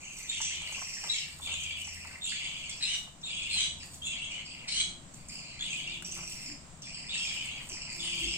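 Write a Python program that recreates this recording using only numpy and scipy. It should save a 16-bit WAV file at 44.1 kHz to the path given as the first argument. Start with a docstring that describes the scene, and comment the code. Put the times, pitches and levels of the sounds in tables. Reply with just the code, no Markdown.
"""Crunching seed and a swelling hiss come first, then the long wheezy rasps of young budgerigars begging
round a dish in a small room. Each rasp starts as a whistle on the membrane of the syrinx and breaks into
two fluttering strands. In between the birds hiss through narrow throats and squawk three times.
Clucks, beak taps, soft scuffles and one sharp, dry broadband click come through, over a bed of
low rumble, faint hum and thin air."""
import sys
import numpy as np
from scipy import signal
from scipy.fft import rfft, irfft, next_fast_len
from scipy.io import wavfile
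from scipy.ndimage import map_coordinates

SR = 44100
rng = np.random.default_rng(int(sys.argv[2]) if len(sys.argv) > 2 else 0)


def unload_audio(sound):
    """Save the sound as a 16-bit wav file, at the path given as the first command line argument."""
    columns = np.transpose(np.atleast_2d(sound))
    # keep every value between -1 and 1, then stretch to whole-number steps
    steps = np.round(np.clip(columns, -1, 1) * 32767)
    wavfile.write(sys.argv[1], SR, steps.astype(np.int16))


N = 369116
T = np.arange(N) / SR

# EQ curves of the room's rumble and air: f/Hz, gain/dB
RUMBLE_EQ = [(22, 4.5), (42, -36), (60, 6.5), (105, -6), (145, 5), (200, -1), (290, -7.5), (420, -22),
             (700, -11.5), (2000, -79)]
AIR_EQ = [(100, 2.5), (500, 0.5), (680, 2), (1000, 4.5), (1500, -1), (2700, -3), (4500, -6), (6200, -5.5),
          (7700, 4.5), (8800, -4), (10000, -30), (15500, -23)]
# swells of the low drone and of the hum above it: t/s, length/s, level/dB
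DRONE_SWELLS = [(0.28, 0.48, -57), (1.25, 0.94, -54), (3.3, 0.89, -56.5)]
HUM_SWELLS = [(0.2, 0.55, -68), (3.45, 0.35, -61.5), (4.72, 0.38, -61), (5.72, 0.72, -61),
              (7.88, 0.81, -53.5)]
# dull bumps: t/s, length/s, f/Hz, relative level/dB
BUMPS = [(6.076, 0.022, 343, -47), (6.419, 0.19, 281.7, -47.5), (7.699, 0.06, 366, -49),
         (8.168, 0.18, 317, -44.5), (8.174, 0.2, 54.5, -39.5)]
# wings and feet brushing the mat: t/s, length/s, level/dB
SCUFFLES = [(0.624, 0.18, -56.5), (1.035, 0.057, -52), (1.465, 0.082, -53.5), (2.035, 0.13, -63.5),
            (6.165, 0.078, -53), (7.098, 1.6, -62)]
# bouts of husking seed: t/s, length/s, level/dB
HUSK_BOUTS = [(0.0, 1.7, -52.5), (1.45, 1.69, -55), (3.45, 0.14, -50), (3.78, 0.34, -58), (4.47, 0.27, -62),
              (5.13, 0.22, -57), (5.62, 0.396, -56.5), (6.06, 0.44, -53), (7.18, 0.57, -53.5),
              (7.9, 0.58, -53.5)]
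# a sharp, dry broadband click at 6.024 s; the other rows are beaks on seed and dish:
# t/s, ring level/dB, ring f/Hz, snap level/dB
CLICKS = [(0.4165, -29, 7440, -50), (0.4933, -44, 7500, -53), (0.62, -40, 7500, -46),
          (0.928, -58, 7500, -43), (0.9772, -53, 7000, -42), (1.636, -32.5, 7050, -41.5),
          (1.871, -40, 7500, -55), (2.2608, -53, 7500, -35), (2.6953, -33, 7500, -48),
          (3.215, -49, 5860, -56), (3.465, -45, 7500, -42), (3.7864, -50, 7940, -43),
          (3.944, -45, 7360, -58), (5.14, -46, 6900, -50), (5.286, -38.5, 7800, -54),
          (6.024, -46, 7500, -29), (6.175, -44, 7540, -38), (6.8206, -41, 6000, -44),
          (7.457, -37.5, 7640, -50), (7.69, -36.5, 7830, -53), (7.9264, -39, 7500, -55)]
# EQ curves of a cracking husk and of a click's snap: f/Hz, gain/dB
HUSK_EQ = [(1000, -19), (3000, -8), (8000, 10), (10000, -5), (14000, -11.5), (16000, -20)]
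SNAP_EQ = [(300, -39), (1500, 4), (6000, 6), (10000, -1), (15000, -9)]
# short falling clucks: t/s, relative level/dB
CLUCKS = [(0.282, -69), (0.402, -42.5), (0.615, -52.5), (0.721, -52), (0.817, -42.5), (1.036, -43),
          (1.395, -51.5), (1.873, -54), (2.048, -48.5), (3.074, -54), (3.56, -51.5)]
# hisses: t/s, length/s, relative level/dB, level ramp/dB, wheeze start f/Hz, wheeze target f/Hz,
# squeak level/dB
HISSES = [(0, 0.52, -58.5, 13, 6600, 5890, -48), (0.411, 0.17, -39.5, -15, 5900, 5800, -54),
          (0.72, 0.49, -47.5, 3, 6090, 5420, -46), (1.839, 0.33, -51, -8.5, 5840, 4920, -47),
          (2.286, 0.19, -45.5, -12.5, 4340, 4230, -42.5), (2.698, 0.14, -51.5, -2, 5330, 5080, -50.5),
          (3.795, 0.044, -54, 7, 5300, 4810, -47), (4.451, 0.25, -48, -30, 4930, 4230, -47),
          (5.158, 0.11, -68, 2, 5000, 4800, -61), (5.291, 0.39, -51.5, -3.5, 5160, 4400, -49.5),
          (6.043, 0.49, -48.5, 0, 6170, 5180, -48.5), (6.817, 0.39, -50.5, -0.5, 5480, 4450, -47.5),
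          (7.173, 0.22, -45.5, -2.5, 5620, 5020, -53), (7.691, 0.4, -47.5, -1.5, 5630, 4820, -46),
          (8.104, 0.25, -66, 25.5, 5700, 4900, -57)]
# squawks: t/s, length/s, relative crest level/dB, crest position/share of call, lower voice f/Hz,
# upper voice f/Hz, upper voice gain/dB, overtone trim/dB, opening roughness/0-1
SQUAWKS = [(2.802, 0.16, -29, 0.76, 3036, 3840, -0.5, -1.5, .45),
           (3.497, 0.165, -29, 0.68, 3118, 3950, 2.5, 0.5, 0.41),
           (4.675, 0.15, -29, 0.87, 3140, 4193, 1.5, 2, 0.97)]
# begging rasps: t/s, length/s, relative level/dB, level ramp/dB, pitch fall/Hz, whistle f/Hz,
# time to break/s, overtone trim/dB
BEGS = [(0.274, 0.5, -42, -3, 399.7, 3900, 0.045, 1), (1.087, 0.28, -33, -27.5, 1112, 4010, 0.053, 2.5),
        (1.417, 0.41, -41, -4, 411.7, 3804, 0.046, 0), (2.21, 0.52, -42, -5, 352, 3844, 0.054, 2),
        (3.229, 0.39, -42.5, 1.5, 247.7, 3937, 0.041, 0), (4.015, 0.41, -41.5, -5, 398.3, 3636, 0.056, 0.5),
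        (5.59, 0.39, -42.5, -1, 302.6, 3705, .04, -0.5), (7.084, 0.54, -39.5, -7.5, 497, 3838, 0.041, -1),
        (7.991, 0.39, -40.5, 0, 296.7, 3776, 0.03, 1.5)]
# throat resonances for each kind of call: f/Hz, gain/dB
HISS_THROAT = [(800, -32), (1700, -2.5), (2200, -4), (2850, 26), (3600, 2), (4500, 24.5), (6300, 14.5),
               (7000, 15), (7800, 13.5), (8700, 17), (10000, -17), (15000, -33)]
SQUAWK_THROAT = [(400, -27), (1000, -10), (1700, 1), (2200, 9.5), (3050, 4), (4100, 4), (5100, 4),
                 (6100, 6), (6900, 2), (8000, 4.5), (9200, 1.5), (10200, -38), (15000, -18.5)]
BEG_THROAT = [(1000, -11), (1850, -2.5), (2250, 4), (2900, 6), (3650, 3), (4150, 9.5), (4600, 8.5),
              (5500, -10), (6600, -1), (7700, 6.5), (8900, 3), (10000, -18), (15000, -60)]
# stereo tilt: f/Hz, left minus right/dB
STEREO_TILT = [(150, 0), (500, 2.5), (2400, 0.5), (4000, 1.5), (8000, -4.5), (12000, -1.5)]


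def undb(db):
    """Decibels to gain."""
    return 10 ** (np.asarray(db) / 20)


def unit(x):
    """Scale to rms 1."""
    return x / np.sqrt(np.mean(x ** 2) + 1e-18)


def eq(x, curve):
    """Filter by a curve of (f/Hz, gain/dB) points."""
    hz, db = np.transpose(curve)
    size = next_fast_len(len(x) + 1024)
    f = np.maximum(np.fft.rfftfreq(size, 1 / SR), 1)
    return irfft(rfft(x, size) * undb(np.interp(np.log(f), np.log(hz), db)), size)[:len(x)]


def noise(t, curve):
    """Noise of rms 1, coloured by an EQ curve."""
    return unit(eq(rng.standard_normal(len(t)), curve))


def wander(t, rate):
    """Smooth random modulation of spread near 1 that changes rate times a second."""
    return map_coordinates(rng.standard_normal(8192), [(t - t[0]) * rate], order=3, mode="wrap")


def phase_of(hz):
    """Running phase of a moving pitch."""
    return 2 * np.pi * np.cumsum(hz) / SR


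def gate(t, fade_s):
    """Fade in and out."""
    return np.clip(np.minimum(t - t[0], t[-1] - t) / fade_s, 0, 1)


def swells(rows, fade_s):
    """Gain of (t/s, length/s, level/dB) swells that rise, hold and fall."""
    return sum(undb(db) * np.clip(np.minimum(T - s, s + length - T) / fade_s, 0, 1)
               for s, length, db in rows)


def add(track, start_s, sound):
    """Mix a sound into a track."""
    i = int(start_s * SR)
    track[i:i + len(sound)] += sound[:N - i]


def room(x, lead_ms, pan_db, wet_db, t60_s=0.39):
    """Direct sound reaches the right first; dense reflections differ per side. Positive pan is left."""
    t = T[:SR // 2]
    tails = rng.standard_normal((2, len(t))) * undb(-60 * t / t60_s) * (t > .002)
    tails /= np.linalg.norm(tails, axis=1, keepdims=True)
    delayed = map_coordinates(x, [np.arange(N) - lead_ms * SR / 1000], order=3)
    reverb = np.array([signal.fftconvolve(x, tail)[:N] for tail in tails])
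    mix = np.array([delayed, x]) + undb(wet_db) * reverb
    return mix * undb([[pan_db / 2], [-pan_db / 2]]) / np.sqrt(1 + undb(2 * wet_db))


def room_air():
    """A thin, wide hiss whose level drifts a little."""
    left, right, centre = (noise(T, AIR_EQ) for _ in range(3))
    return (np.array([left, right]) + 0.22 * centre) * undb(-56 + 1.2 * wander(T, 8))


def rumble():
    """The room rumble grows, then holds, over a sub-bass shudder."""
    bed = noise(T, RUMBLE_EQ) * undb(np.interp(T, [0, 4.86], [-59.5, -53]))
    shudder = unit(wander(T, 22) * np.sin(2 * np.pi * 27.4 * T))
    return bed + undb(-66) * shudder


def humming(drone_hz=83.7, hum_hz=172.6):
    """A wavering drone and a hum about one and two octaves up, each swelling from a quiet floor."""
    drone = np.sin(phase_of(drone_hz * (1 + 0.0045 * wander(T, 11))))
    hum_phase = phase_of(hum_hz * (1 + 0.00958 * wander(T, 12)))
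    hum = np.sin(hum_phase) + undb(-2) * np.sin(2 * hum_phase)
    drone_gain = undb(-67) + swells(DRONE_SWELLS, fade_s=0.17)
    hum_gain = undb(-75.5) + swells(HUM_SWELLS, fade_s=0.17)
    return drone_gain * drone + hum_gain * hum


def bumping():
    """Dull bumps: soft-edged low tones of unsteady pitch."""
    out = np.zeros(N)
    for start_s, length_s, hz, db in BUMPS:
        t = T[:int(length_s * SR)]
        tone = np.sin(phase_of(hz * (1 + 0.093 * wander(t, 129.6))))
        add(out, start_s, undb(db - 1.5) * np.hanning(len(t)) * tone)
    return out


def scuffling():
    """Jostling birds brush the mat in soft, grainy patches of midrange noise."""
    out = np.zeros(N)
    for start_s, length_s, db in SCUFFLES:
        t = T[:int(length_s * SR)]
        brush = noise(t, [(400, 6.5), (650, 12.5), (1050, 14), (1700, 8.5), (4000, -75)])
        grain = undb(3.6 * wander(t, 104.3))
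        add(out, start_s, undb(db) * unit(brush * grain) * gate(t, 0.0022))
    return room(out, lead_ms=.11, pan_db=1.5, wet_db=-4)


def husking(cracks_per_s=900):
    """Seed husks splinter in small bites, each a cluster of crisp cracks, a few much louder."""
    impulses = (rng.random(N) < cracks_per_s / SR) * rng.choice([-1, 1], N)
    size_db = 3.5 * np.minimum(rng.exponential(size=N), 4)
    bite_db = 5 * wander(T, 20)
    splinter = rng.standard_normal(256) * np.exp(-T[:256] / .0006)
    cracks = signal.fftconvolve(impulses * undb(size_db + bite_db), splinter)[:N]
    crunch = unit(eq(cracks, HUSK_EQ)) * swells(HUSK_BOUTS, fade_s=0.0073)
    return room(crunch, lead_ms=0.132, pan_db=1, wet_db=-2)


def clicking(snap_s=0.00094, ring_s=0.0074):
    """Each click is a broadband snap with a brief treble ring; a dominant snap sounds sharp and dry."""
    out, t = np.zeros(N), T[:SR // 30]
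    for start_s, ring_db, hz, snap_db in CLICKS:
        ring_eq = [(hz / 8, -36), (hz * .6, -20), (hz, 0), (hz * 1.1, -3), (hz * 1.35, -34)]
        ring = noise(t, ring_eq) * np.exp(-t / ring_s)
        snap = noise(t, SNAP_EQ) * np.exp(-t / snap_s)
        add(out, start_s, undb(ring_db) * ring + undb(snap_db) * snap)
    return room(out, lead_ms=.11, pan_db=1.5, wet_db=-4)


def clucking(note_hz=880, drop_hz=1620, drop_s=0.00166):
    """A dry click that drops from the treble to a hollow note within a few milliseconds."""
    out, t = np.zeros(N), T[:SR // 30]
    envelope = np.exp(-((t - .006) / .0065) ** 2) * gate(t, 0.00037)
    for start_s, db in CLUCKS:
        tone = np.sin(phase_of(note_hz + drop_hz * np.exp(-t / drop_s) + 80 * wander(t, 615)))
        knock = noise(t, [(400, -20), (900, 0), (2200, -8), (4000, -30)])
        add(out, start_s - .001, undb(db + 2.5) * envelope * (tone + undb(-5) * knock))
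    return room(out, lead_ms=0.16, pan_db=1.5, wet_db=-8)


def effort(start_s, length_s, level_db, ramp_db, onset_db, attack_s):
    """Sample times and level/dB of a call: the onset settles quickly into a steady fade or push."""
    t = np.arange(start_s, start_s + length_s, 1 / SR)
    age = t - start_s
    return t, level_db + ramp_db * age / length_s + onset_db * np.exp(-age / attack_s)


def moving_throat(t, x, curve, shift=.045, moves_per_s=28):
    """Resonances shift as the throat widens and narrows."""
    wide = eq(x, [(hz * (1 - shift), db) for hz, db in curve])
    narrow = eq(x, [(hz * (1 + shift), db) for hz, db in curve])
    tightness = (1 + np.tanh(2 * wander(t, moves_per_s))) / 2
    return unit(wide + tightness * (narrow - wide))


def note_run(t, gap_s=.036, fade_s=.026, slide_hz=100, scatter_hz=340, scatter_db=3):
    """Gain and pitch offset/Hz of a run of short notes: each starts sharply, slides down and fades."""
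    gap, pitch, size = rng.uniform(-1, 1, (64, 3)).T
    starts = np.append(0, np.cumsum(gap_s * (1 + gap / 2)))
    note = np.searchsorted(starts, t - t[0], side="right") - 1
    age = t - t[0] - starts[note]
    gain = undb(scatter_db * size[note]) * np.minimum(age / .002, 1) * np.exp(-age / fade_s)
    return unit(gain), scatter_hz * pitch[note] + slide_hz * (1 - age / fade_s)


def scratchy_tone(t, hz):
    """A thin tone, frayed by a waver and a faster jitter in its pitch."""
    return unit(np.sin(phase_of(hz + 220 * wander(t, 200) + 220 * wander(t, 1200))))


def hissing(twitter_hz=7520, squeak_hz=2729, squeak_fall_hz=411.5):
    """Wheezy sinking notes over air rattling in a narrow throat; a twitter above, a squeak below."""
    out = np.zeros(N)
    for *shape, first_hz, target_hz, squeak_db in HISSES:
        t, db = effort(*shape, onset_db=3, attack_s=.03)
        share = (t - t[0]) / (t[-1] - t[0])
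        note_gain, bend_hz = note_run(t)
        wheeze_hz = target_hz + (first_hz - target_hz) * np.exp(-share / .3)
        wheeze = note_gain * scratchy_tone(t, wheeze_hz + bend_hz)
        twitter = note_gain * scratchy_tone(t, twitter_hz + bend_hz)
        warble_hz = squeak_hz - squeak_fall_hz * share + 200 * wander(t, 70) + 250 * wander(t, 500)
        squeak = unit(np.sin(phase_of(warble_hz)) * undb(2 * wander(t, 110)))
        breath = moving_throat(t, rng.standard_normal(len(t)), HISS_THROAT)
        rattle = unit(undb(3.2 * wander(t, 380)))
        rush = undb(3.5) * wheeze + undb(-1.5) * twitter + undb(-2.5) * breath
        add(out, t[0], rattle * (undb(db) * rush + undb(squeak_db) * squeak) * gate(t, .008))
    return room(out, lead_ms=0.12, pan_db=0, wet_db=1)


def syrinx(t, hz, rough, swing_hz, jump_hz, flutter_hz, shimmer_db, second_db, third_db):
    """A whistling membrane; when rough, it flutters and leaps between a high and a low pitch."""
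    flutter = phase_of(flutter_hz * (1 + 0.2204 * wander(t, 300)))
    leaps = np.tanh(2 * wander(t, 170))
    phase = phase_of(hz + rough * (swing_hz * np.sin(flutter) + jump_hz * leaps))
    strength = undb(shimmer_db * wander(t, 198.3)) * (1 + .5 * rough * np.cos(flutter))
    tone = np.sin(phase) + undb(second_db) * np.sin(2 * phase) + undb(third_db) * np.sin(3 * phase)
    breath = undb(-16) * rough * rng.standard_normal(len(t))
    return strength * (tone + breath)


def squawking(step_hz=484.7, step_share=0.42, upper_fall_hz=350, waver_hz=120):
    """Two rough voices at once, in ragged spurts; the lower one steps up in pitch and takes the lead."""
    out = np.zeros(N)
    for start_s, length_s, db, crest, lower_hz, upper_hz, upper_db, overtone_db, first_rough in SQUAWKS:
        t = np.arange(start_s, start_s + length_s, 1 / SR)
        share = (t - start_s) / length_s
        swell_db = np.interp(share, [0, crest, 1], [-10.5, 0, -7.5])
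        stepped = (1 + np.tanh((share - step_share) / 0.0895)) / 2
        low_hz = lower_hz - step_hz * (1 - stepped) + waver_hz * wander(t, 89.7)
        high_hz = upper_hz - upper_fall_hz * (share - step_share) + waver_hz * wander(t, 109.74)
        rough = np.interp(share, [0, .5], [first_rough, .33])
        lower = syrinx(t, low_hz, rough, swing_hz=650, jump_hz=300, flutter_hz=850,
                       shimmer_db=3, second_db=overtone_db - 10, third_db=overtone_db - 15)
        upper = syrinx(t, high_hz, rough, swing_hz=1000, jump_hz=450, flutter_hz=850,
                       shimmer_db=3, second_db=overtone_db - 6, third_db=-25)
        voices = lower * undb(-8.5 * (1 - stepped)) + upper * undb(upper_db - 5.5 * stepped)
        breath = undb(-10) * stepped * rng.standard_normal(len(t))
        spurts = undb(4.5 * np.tanh(wander(t, 145.2)))
        squawk = unit(eq((voices + breath) * spurts, SQUAWK_THROAT))
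        add(out, t[0], squawk * undb(db + swell_db + 4) * gate(t, 0.0064))
    return room(out, lead_ms=0.091, pan_db=0.5, wet_db=3)


def begging(upper_hz=3380, lower_hz=2726, scoop_hz=520, sag_hz_per_s=2600, throb_hz=98):
    """A soft arching whistle flares bright, then splits into two warbling strands that throb and sink."""
    out = np.zeros(N)
    for start_s, length_s, level_db, ramp_db, fall_hz, top_hz, break_s, overtone_db in BEGS:
        t, db = effort(start_s, length_s, level_db, ramp_db, onset_db=-2, attack_s=.015)
        age = t - t[0]
        broken = 1 - np.exp(-(age / break_s) ** 3)  # 0 is whistle, 1 is rasp
        scoop = np.exp(-age / .014)  # the whistle starts flat and dull
        whistle_hz = top_hz - scoop_hz * scoop - sag_hz_per_s * age
        high_hz, low_hz = (hz - fall_hz * age / length_s + 200 * wander(t, 75)
                           for hz in (upper_hz, lower_hz))
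        high_hz = whistle_hz + broken * (high_hz - whistle_hz)
        flare_db = 4 * np.exp(-((age - .07) / .09) ** 2)
        flicker_db = 3 * wander(t, 59.4)
        bright_db = overtone_db + flare_db + flicker_db - 12 * scoop
        upper = syrinx(t, high_hz, rough=.33 + .15 * broken, swing_hz=330, jump_hz=260, flutter_hz=480,
                       shimmer_db=3.5, second_db=bright_db - 8, third_db=-30)
        lower = syrinx(t, low_hz, rough=.5, swing_hz=330, jump_hz=260, flutter_hz=430,
                       shimmer_db=3.5, second_db=bright_db - 12, third_db=bright_db - 11)
        strands = (upper + undb(-1.5) * broken * lower) / np.sqrt(1 + broken)
        throb = 1 + .35 * np.sin(phase_of(throb_hz * (1 + .25 * wander(t, 60))))
        rasp = moving_throat(t, strands * throb, BEG_THROAT)
        add(out, t[0], rasp * undb(db + 6) * gate(t, .008))
    return room(out, lead_ms=0.11, pan_db=0, wet_db=1.5)


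def scene():
    """The flock feeds and calls over a room bed whose low end leans left."""
    low_end = (rumble() + humming() + bumping()) * undb([[2.3], [-2.9]])
    small_sounds = scuffling() + husking() + clicking()
    calls = clucking() + hissing() + squawking() + begging()
    return room_air() + low_end + small_sounds + calls


def record(dry, top_hz=15800):
    """The mids lean left and the high treble leans right; a steep low-pass trims the top."""
    left = eq(dry[0], [(hz, db / 2) for hz, db in STEREO_TILT])
    right = eq(dry[1], [(hz, -db / 2) for hz, db in STEREO_TILT])
    return signal.sosfilt(signal.ellip(8, .2, 70, top_hz, fs=SR, output="sos"), [left, right])


dry = scene()
out = record(dry)
unload_audio(out)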